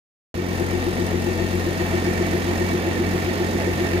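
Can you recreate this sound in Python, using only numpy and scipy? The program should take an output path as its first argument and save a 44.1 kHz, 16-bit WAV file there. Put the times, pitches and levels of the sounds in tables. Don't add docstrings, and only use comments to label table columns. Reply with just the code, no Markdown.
import sys
import numpy as np
from scipy import signal
from scipy.fft import rfft, irfft
from scipy.io import wavfile
from scipy.ndimage import uniform_filter1d

SR = 44100
rng = np.random.default_rng(int(sys.argv[2]) if len(sys.argv) > 2 else 0)


def magnitude_from_level(level_db):
    exponent = np.asarray(level_db, float) / 20
    return 10 ** exponent


def wav_record(signal):
    frames = np.transpose(np.atleast_2d(signal))
    bounded = np.clip(frames, -1, 1)
    quanta = np.round(bounded * 32767).astype(np.int16)
    wavfile.write(sys.argv[1], SR, quanta)


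N = 176400
CYCLE_HZ, CYLINDERS = 7.4969, 6
PORT_LAG_S = .00028


def unit(x):
    return x / np.sqrt(np.mean(x ** 2))


def ring(x, hz, width_hz):
    return signal.lfilter(*signal.iirpeak(hz, hz / width_hz, fs=SR), x)


def walk(rate_hz):
    hold = int(SR / rate_hz)
    steps = np.repeat(rng.standard_normal(N // hold + 1), hold)
    smooth = uniform_filter1d(uniform_filter1d(steps, hold), hold)
    return unit(smooth[:N])


def curve(table, hz):
    table = np.array(table, float)
    return np.interp(np.log(hz + 1), np.log(table[:, 0] + 1), table[:, 1])


def sides(lean_db):
    return magnitude_from_level(np.array([lean_db / 2, -lean_db / 2]))


def ports(x, lean_db):
    return np.array([np.roll(x, int(PORT_LAG_S * SR)), x]) * sides(lean_db)[:, None]


# f/Hz, share/0-1
SHARED = [(30, 1), (400, .99), (750, .85), (1400, .75), (3000, .6), (6000, .45), (10000, .15)]


def pair(gate, hz, lag_s):
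    right, own = rng.standard_normal((2, N))
    share = np.clip(curve(SHARED, hz), 0, 1)
    left = share * np.roll(right, int(lag_s * SR)) + np.sqrt(1 - share ** 2) * own
    return gate * np.array([left, right])


def firings(turns, cylinder_db, scatter_db, lead_s):
    count = np.floor(CYLINDERS * (turns + lead_s * CYCLE_HZ)).astype(int)
    at = np.flatnonzero(np.diff(count)) + 1
    level_db = np.array(cylinder_db)[count[at] % CYLINDERS]
    out = np.zeros(N)
    out[at] = magnitude_from_level(level_db + scatter_db * rng.standard_normal(len(at)))
    return out


def smear(x, rise_s, fall_s):
    t = np.arange(SR // 20) / SR
    shape = np.exp(-t / fall_s) * (1 - np.exp(-t / rise_s))
    return signal.fftconvolve(x, shape / shape.max())[:N]


KNOCK_DB = [-1.6, 0.11, -1, 0, -0.88, -.3]
# f/Hz, level/dB per Hz
WHIRR = [(25, -15), (250, -7), (600, -12), (1400, -16), (2500, -20.5), (6800, -29.5), (7700, -34),
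         (15700, -36)]
# f/Hz, L-R/dB
WHIRR_LEAN = [(60, 13), (350, -17), (700, 4), (1290, -4), (2380, -7), (4400, -1), (8120, -0.5),
              (15000, -1.5)]


def whirr(turns):
    level_db, flicker_db = -28, 1
    hz = np.fft.rfftfreq(N, 1 / SR)
    tilt = magnitude_from_level(curve(WHIRR, hz)) * sides(curve(WHIRR_LEAN, hz))
    gate = 0.5 + 0.1 * smear(firings(turns, KNOCK_DB, 1.9, 0.0036), 0.00063, 0.0044)
    out = 0
    for centre_hz in 30 * 2. ** np.arange(10):
        band = np.clip(1 - np.abs(np.log2(hz / centre_hz + 1e-9)), 0, 1) ** .5
        spec = rfft(pair(gate, centre_hz, PORT_LAG_S))
        out = out + magnitude_from_level(flicker_db * walk(12)) * irfft(spec * band * tilt, N)
    return magnitude_from_level(level_db) * unit(out)


TICK_DB = [-8, -6.5, -4, -5.2, -2.5, -5.7]
# f/Hz, width/Hz, level/dB, L-R/dB
TICK_RINGS = [(3900, 70, -55.5, 0), (5124, 130, -56.5, -9.5), (5270, 2550, -53, -14.5),
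              (8950, 1260, -54.5, 10.5), (10840, 890, -60, -5), (13300, 900, -54.5, -.7),
              (14600, 900, -59, -1)]


def injectors(turns):
    ticks = firings(turns, TICK_DB, scatter_db=2, lead_s=.0017)
    gate = smear(ticks, rise_s=.001, fall_s=.007)
    out = 0
    for hz, width_hz, db, lean_db in TICK_RINGS:
        hiss = pair(gate, hz, PORT_LAG_S)
        rung = ring(ring(hiss, hz, width_hz), hz, width_hz)
        out = out + magnitude_from_level(db) * sides(lean_db)[:, None] * unit(rung)
    return out


# f/Hz, width/Hz, level/dB, L-R/dB
CASING = [(557, 26, -43, -2), (664, 37, -36.5, -0.5), (742, 28, -41.5, 2), (860, 18, -44.5, -10),
          (928, 43, -50.5, -10), (1118, 26, -60, -6), (1824.4, 66, -36.5, -4.5), (1895, 59, -46.5, 3),
          (2010, 250, -44, -13), (2280, 45, -47, -16), (2685, 38, -44.5, 4), (3554, 120, -50, 0),
          (4450, 33, -51.5, -7), (6580, 210, -51, 4)]


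def casing(turns):
    rattle_per_s, spread_db, drift_db = 1500, 1.5, .8
    knock_depth, knock_fall_s = .8, 0.0053
    hits = (rng.random(N) < rattle_per_s / SR) * magnitude_from_level(spread_db * rng.exponential(size=N))
    knocks = smear(firings(turns, KNOCK_DB, 1.6, 0.0014), .001, knock_fall_s)
    gate = uniform_filter1d(hits, size=12) * (3.5 + knock_depth * knocks)
    out = 0
    for hz, width_hz, db, lean_db in CASING:
        level = magnitude_from_level(db + drift_db * walk(2.33))
        strike = pair(gate, hz, PORT_LAG_S * rng.uniform(0.65, 1.5))
        out = out + level * sides(lean_db)[:, None] * unit(ring(strike, hz, width_hz))
    return out


# place in cycle/0-1, f/Hz, swell/s, fall/s, level/dB
BOOM = [
    (1, 355, 0.016, 0.0065, -19),
    (.27, 358, .016, 0.0023, -28),
    (.66, 407, 0.0037, 0.0045, -37),
]


def airbox(turns):
    scatter_db, jitter_s, glide_hz_per_s = 1.1, .00025, 800
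    drone_db, drone_order, lean_db = -36, 48, 5
    out = 0
    for place, hz, swell_s, fall_s, db in BOOM:
        cycle = np.round(turns - place).astype(int)
        late, loud = rng.standard_normal((N // 4000, 2))[cycle - cycle.min()].T
        t = (turns - place - cycle) / CYCLE_HZ + jitter_s * late
        shape = 2 / (np.exp(-t / swell_s) + np.exp(t / fall_s))
        tone = np.cos(2 * np.pi * t * (hz + glide_hz_per_s * t / 2))
        out = out + magnitude_from_level(db + scatter_db * loud) * shape * tone
    drone = np.cos(2 * np.pi * drone_order * (turns - BOOM[0][0]))
    return ports(out + magnitude_from_level(drone_db + 2 * walk(11.25)) * drone, lean_db)


# f/Hz, width/Hz, level/dB
PIPE = [(74, 25, -7), (150, 8.4, -1.5), (185, 22.5, -4), (228, 56, -6.5), (257, 26, -2.5),
        (315, 17.6, -4.5), (415, 20, -0.5), (491.7, 33, -2)]


def pipe(x):
    out = 0
    for k, (hz, width_hz, db) in enumerate(PIPE):
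        out = out + (-1) ** k * magnitude_from_level(db) * ring(ring(x, hz, width_hz), hz, 2 * width_hz)
    return unit(out)


# multiple of firing rate, level/dB
HUM = [(1, -14.5), (2, 0), (3, -13), (4, -4.5), (5, -8), (6, -14), (7, -15)]
PUFF_DB = [-1.5, -5.5, 1, -22, 0, 1.5]


def exhaust(turns):
    hum_db, puffs_db, rumble_db, lean_db = -28.5, -37, -32, 4
    sway_db, lope_db, lope_turn = .8, 1.2, .05
    flutter_db, wobble_rad, edge_rad = .8, .07, 0.82
    angle = 2 * np.pi * CYLINDERS * turns - edge_rad
    sway = sway_db * walk(5.9) + lope_db * np.cos(2 * np.pi * (turns - lope_turn))
    hum = 0
    for k, db in HUM:
        level = magnitude_from_level(db + sway + flutter_db * k ** .3 * walk(14))
        hum = hum - level * np.sqrt(2) * np.sin(k * (angle + wobble_rad * walk(12)))
    puffs = firings(turns, PUFF_DB, scatter_db=2, lead_s=-0.0018)
    uneven = puffs - (puffs > 0) * puffs[puffs > 0].mean()
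    flow = rng.standard_normal(N)
    return ports(magnitude_from_level(hum_db) * hum + magnitude_from_level(puffs_db) * pipe(uneven) + magnitude_from_level(rumble_db) * pipe(flow), lean_db)


# t/s, closeness/dB, L-R/dB
HAND = [
    (.34, -4, -1.5),
    (.47, -4, -1),
    (.55, -1.5, 2),
    (1.4, -1.5, 2),
    (2.1, -0.7, -0.6),
    (2.8, -0.5, -0.9),
    (3.4, -0.55, -1.3),
    (4, -0.2, -1.3),
]


def scene():
    cycle_zero_s, wander_turns = .4870, 0.0029
    splice_s, splice_fade_s, splice_shift_s = .5, .14, .0435
    t = np.arange(N) / SR
    turns = (t - cycle_zero_s) * CYCLE_HZ + wander_turns * walk(3.904)
    hand = np.array(HAND)
    near_db = np.interp(t, hand[:, 0], hand[:, 1])
    lean_db = np.interp(t, hand[:, 0], hand[:, 2])
    rattle = magnitude_from_level(-.3 * lean_db + .6 * near_db) * casing(turns)
    bike = whirr(turns) + injectors(turns) + rattle + airbox(turns) + exhaust(turns)
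    fade = np.clip(.5 + (t - splice_s) / splice_fade_s, 0, 1) * np.pi / 2
    earlier = np.roll(bike, int(splice_shift_s * SR), axis=1)
    bike = np.sin(fade) * bike + np.cos(fade) * earlier
    return bike * magnitude_from_level(near_db) * sides(lean_db)


def low_pass(x):
    return signal.sosfilt(signal.butter(12, 15690, fs=SR, output="sos"), x)


def record(dry):
    start_s, rise_s, roll_off_hz, top_hz = .3418, 0.00039, 15150, 15760
    on = np.clip((np.arange(N) / SR - start_s) / rise_s, 0, 1)
    soft = signal.sosfilt(signal.butter(8, roll_off_hz, fs=SR, output="sos"), dry * on)
    cut = signal.sosfilt(signal.ellip(8, .2, 70, top_hz, fs=SR, output="sos"), soft)
    return low_pass(cut)


dry = scene()
out = record(dry)
wav_record(out)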